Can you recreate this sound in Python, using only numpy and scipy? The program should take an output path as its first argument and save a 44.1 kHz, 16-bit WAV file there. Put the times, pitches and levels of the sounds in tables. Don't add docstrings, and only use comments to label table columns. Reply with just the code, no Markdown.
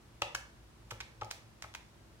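import sys
import numpy as np
from scipy import signal
from scipy.fft import rfft, irfft
from scipy.io import wavfile
from scipy.ndimage import uniform_filter1d

SR = 44100
rng = np.random.default_rng(int(sys.argv[2]) if len(sys.argv) > 2 else 0)


def waveform_to_disk(signal):
    frames = np.transpose(np.atleast_2d(signal))
    scaled = np.clip(frames, -1, 1) * 32767
    samples = np.round(scaled).astype(np.int16)
    wavfile.write(sys.argv[1], SR, samples)


N = 97020

# t/s, level/dB, rattle hold/s, ring f/Hz, ring boost/dB, treble tilt/(dB per octave), left-right/dB
CAP_CLICKS = [ (0.2177, -17, 0.0019, 1460, -9, -1, 2), (.2200, -7, 0.0022, 3050, 11, -1, -3),
              (0.3476, -9, 0.0064, 6100, 3, 1.5, 1), (.3492, -6.5, 0.0016, 1495, 10.5, -3.5, -0.5),
              (0.9057, -27.5, 0.005, 2320, 2, -3, -8), (0.9077, -22, 0.0023, 2970, 17, 7, 0.5),
              (0.9101, -16, 0.0069, 1210, 13, 3.5, -1), (1.003, -15.5, 0.004, 2230, 6.5, -2, -1.5),
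              (1.0083, -18, 0.0044, 3740, 6.5, -0.5, -1.5), (1.2118, -18, 0.0082, 2000, -3.5, -9.5, 2),
              (1.233, -28.5, 0.0008, 3030, 7, -4, -6), (1.2458, -29, 0.0016, 5070, 12, 9, -1),
              (1.3052, -27.5, 0.0045, 3160, 13, 2, 8.5), (1.3102, -12, 0.0042, 4240, 3.5, 3.5, -0.5),
              (1.622, -17, 0.0037, 2020, 3, 2.5, -2), (1.639, -24.5, 0.0062, 1660, 5, -5, 0),
              (1.7390, -25.5, 0.0016, 3220, 8, 2, 2), (1.748, -25.5, 0.0025, 880, 11.5, 1.5, 15.5),
              (1.7496, -19, 0.004, 2560, 4.5, 0, -7)]
# t/s, level/dB, dull above f/Hz, struck spot f/Hz, spot boost/dB,
# low body/dB, desk thud gain/dB
KEY_KNOCKS = [ (0.2201, -4.5, 3530, 600, 8, 4.5, -44), (0.9176, -21, 1250, 470, 17, -1, -41.5),
              (1.2192, -11.5, 1050, 1020, 9, -2.5, -43), (1.6430, -21.5, 1680, 1220, 2.5, 1, -56)]
# f/Hz, relative level/dB, t60/s
CASE_MODES = [(355, -12, 0.087), (473, -14.5, 0.078), (586.5, -10, 0.1), (736, -13, 0.052),
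              (864, -4.5, 0.024), (1050, -10.5, 0.0084), (1291, -2, 0.049), (1455, -9, 0.025),
              (2190, -10, .02), (2190, -8, 0.012), (2510, -14, 0.0055), (2900, 0, 0.0067),
              (2974, -5, 0.014)]
# f/Hz, relative level/dB, t60/s
DESK_MODES = [(63, -18, 0.4), (110.3, -4.5, 0.38), (131.5, -15.5, 0.17), (184, -36, 0.073)]
# f/Hz, gain/dB
CAP_EQ = [(100, -29), (350, -13.5), (650, -4.5), (950, -1), (1150, -2), (1550, 2.5), (1900, 0), (2300, 3),
          (2750, -4), (3400, -2), (4200, -6), (5200, -4), (6100, -3.5), (7500, -9.5), (9500, -17.5),
          (13000, -22), (16000, -23.5)]
# f/Hz, gain/dB
CRACK_EQ = [(100, -4), (230, -27.5), (350, -8), (900, -5.5), (1400, 1.5), (1700, -4), (2200, 7.5),
            (3200, -3), (4200, -10), (8000, -1), (16000, -21)]
# f/Hz, left-right/dB
STEREO_LEAN = [(300, 1.5), (700, 2.5), (1400, 5.5), (2500, -3.5), (4500, 1.5), (6200, -1), (9000, 2),
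               (14000, -4)]
# f/Hz, gain/dB
WALL_EQ = [(100, -6), (300, -3), (620, 3), (1000, 1), (1400, -4), (2100, 1), (2950, -0.5), (4100, 0),
           (6000, -3.5), (10000, 1.5), (16000, -0.5)]
# f/Hz, t60/s
TAIL_T60 = [(150, 1), (600, 0.46), (1500, 0.43), (2900, 0.34), (4500, 0.37), (8000, 0.34), (15000, 0.22)]
# f/Hz, gain/dB
AIR_EQ = [(15, -44), (31, -22), (42, -11.5), (55, 2.5), (68, -3.5), (82, -12.5), (112, -2.5), (165, -13.5),
          (270, -16.5), (350, -17), (530, -20.5), (1100, -22.5), (2000, -27.5), (5300, -32.5),
          (10000, -38.5), (16000, -46.5)]
# f/Hz, level/dB
HUM_PARTIALS = [(112, -77), (222, -75), (333, -74)]

AIR_DB, AIR_SPREAD_HZ = -58, 204
CAP_T60_S, RATTLE_ATTACK_S, RATTLE_RELEASE_S = 0.018, 0.00046, 0.0015
CAP_Q, SPOT_Q = 4.5, 3
CRACK_DB, CRACK_DECAY_S, CASE_ATTACK_S, THUD_ATTACK_S = 2.5, 0.0034, 0.00024, 0.0021
REBOUND_DELAY_S, REBOUND_DB = 0.00227, -9
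LEFT_LAG_S, SPREAD_HZ = 0.0001, 5450
TAIL_DB, TAIL_BUILD_S = -5, 0.0017
EARLY_DB, EARLY_DELAY_S, EARLY_DECAY_S = -11.5, 0.0065, 0.0051
LOW_CUT_HZ, HIGH_CUT_HZ = 39, 15900
HIT_T = np.arange(8192) / SR


def undb(db):
    return 10 ** (np.asarray(db) / 20)


def unit(x):
    return x / np.sqrt(np.sum(x ** 2) / 2)


def fade(t, t60):
    return np.exp(-np.log(1000) * t / t60)


def curve(points, hz):
    f, values = np.array(points, float).T
    return np.interp(np.log(hz + 1), np.log(f), values)


def resonance(f, hz, q, db):
    return db / np.sqrt(1 + (q * (f / hz - hz / (f + 1))) ** 2)


def colour(x, db_at):
    n = x.shape[-1]
    gain = undb(db_at(np.fft.rfftfreq(n, 1 / SR)))
    cepstrum = irfft(np.log(gain), n)
    cepstrum[1:n // 2] *= 2
    cepstrum[n // 2 + 1:] = 0
    return irfft(rfft(x) * np.exp(rfft(cepstrum)), n)


def even(x, width_hz=70):
    n = x.shape[-1]
    spectrum = rfft(x)
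    power = uniform_filter1d(abs(spectrum) ** 2, size=int(width_hz * n / SR), axis=-1)
    return unit(irfft(spectrum / np.sqrt(power), n))


def stereo(x, spread_hz):
    n = x.shape[-1]
    hz = np.fft.rfftfreq(n, 1 / SR)
    width = np.arctan(hz / spread_hz) / 2
    mid, side = rfft(x) * np.array([np.cos(width), np.sin(width)])
    left = (mid + side) * np.exp(-2j * np.pi * hz * LEFT_LAG_S)
    return irfft(np.array([left, mid - side]), n)


def add(out, at, x):
    start = int(at * SR)
    out[:, start:start + x.shape[-1]] += x[..., :N - start]


def room_tone():
    noise = stereo(rng.standard_normal((2, N)), AIR_SPREAD_HZ)
    air = unit(colour(noise, lambda f: curve(AIR_EQ, f))) * np.sqrt(N)
    t = np.arange(N) / SR
    drifts = 5 * np.cumsum(rng.standard_normal((len(HUM_PARTIALS), N)), axis=1) / np.sqrt(SR)
    hum = sum(undb(db) * np.sqrt(2) * np.sin(2 * np.pi * hz * t + drift)
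              for (hz, db), drift in zip(HUM_PARTIALS, drifts))
    return undb(AIR_DB) * air + hum


def burst(envelope):
    x = rng.standard_normal((2, len(envelope))) * envelope
    for _ in range(3):
        flat = irfft(np.exp(1j * np.angle(rfft(x))))
        x = flat * np.sqrt(envelope)
    return stereo(x, SPREAD_HZ)


def key_clicks():
    out = np.zeros((2, N))
    attack = 1 - np.exp(-HIT_T / RATTLE_ATTACK_S)
    for at, db, hold_s, ring_hz, ring_db, tilt, pan_db in CAP_CLICKS:
        rattle = np.exp(-np.maximum(HIT_T - hold_s, 0) / RATTLE_RELEASE_S)
        grains = burst((rattle + fade(HIT_T, CAP_T60_S)) * attack)

        def cap_eq(f):
            treble = tilt * np.log2(1 + (f / 3500) ** 2) / 2
            return curve(CAP_EQ, f) + resonance(f, ring_hz, CAP_Q, ring_db) + treble

        gains = undb(db + np.array([[pan_db], [-pan_db]]) / 2)
        add(out, at, unit(colour(grains, cap_eq)) * gains)
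    return out


def case_ring():
    stereo_t = HIT_T - np.array([[LEFT_LAG_S], [0]])
    attack = 1 - np.exp(-HIT_T / CASE_ATTACK_S)
    ring = 0
    for k, (hz, db, t60) in enumerate(CASE_MODES):
        phase = rng.standard_normal((2, 1)) * min(hz / SPREAD_HZ, 2) / 2
        mode = np.sin(2 * np.pi * hz * stereo_t + phase) * fade(HIT_T, t60) * attack
        ring += (-1) ** k * undb(db) * unit(mode)
    return unit(ring)


def case_crack():
    return colour(burst(np.exp(-HIT_T / CRACK_DECAY_S)), lambda f: curve(CRACK_EQ, f))


def desk_thud():
    ring = sum(undb(db) * np.sin(2 * np.pi * hz * HIT_T) * fade(HIT_T, t60)
               for hz, db, t60 in DESK_MODES)
    return ring * (1 - np.exp(-HIT_T / THUD_ATTACK_S))


def key_knocks():
    out = np.zeros((2, N))
    for at, db, dull_hz, spot_hz, spot_db, body_db, thud_db in KEY_KNOCKS:
        def touch_eq(f):
            body = body_db / (1 + (f / 450) ** 4)
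            dulling = 10 * np.log10(1 + (f / dull_hz) ** 8)
            return resonance(f, spot_hz, SPOT_Q, spot_db) + body - dulling

        strike = case_ring() + undb(CRACK_DB) * unit(case_crack())
        knock = unit(colour(strike, touch_eq))
        rebound = unit(colour(case_crack(), touch_eq))
        add(out, at, undb(db) * knock)
        add(out, at + REBOUND_DELAY_S, undb(db + REBOUND_DB) * rebound)
        add(out, at, undb(thud_db) * desk_thud())
    return out


def room_reverb(x):
    t = np.arange(SR // 2) / SR
    hz, frame_t, bands = signal.stft(rng.standard_normal((2, len(t))), SR)
    bands = bands * fade(frame_t, curve(TAIL_T60, hz)[:, None])
    tail = signal.istft(bands)[1][:, :len(t)]
    tail = even(tail * (1 - np.exp(-(t / TAIL_BUILD_S) ** 2)))
    early_envelope = (t > EARLY_DELAY_S) * np.exp(-t / EARLY_DECAY_S)
    early = unit(rng.standard_normal((2, len(t))) * early_envelope)
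    reflections = stereo(undb(TAIL_DB) * tail + undb(EARLY_DB) * early, spread_hz=564)
    response = colour(reflections, lambda f: curve(WALL_EQ, f))
    return signal.fftconvolve(x, response[:, :SR // 3], axes=1)[:, :N]


def scene():
    keys = key_clicks() + key_knocks()
    left = colour(keys[0], lambda f: curve(STEREO_LEAN, f) / 2)
    right = colour(keys[1], lambda f: -curve(STEREO_LEAN, f) / 2)
    return np.array([left, right]) + room_reverb(keys) + room_tone()


def record(dry):
    low_cut = signal.butter(4, LOW_CUT_HZ, "high", fs=SR, output="sos")
    high_cut = signal.ellip(10, .1, 70, HIGH_CUT_HZ, fs=SR, output="sos")
    return signal.sosfilt(high_cut, signal.sosfilt(low_cut, dry))


dry = scene()
out = record(dry)
waveform_to_disk(out)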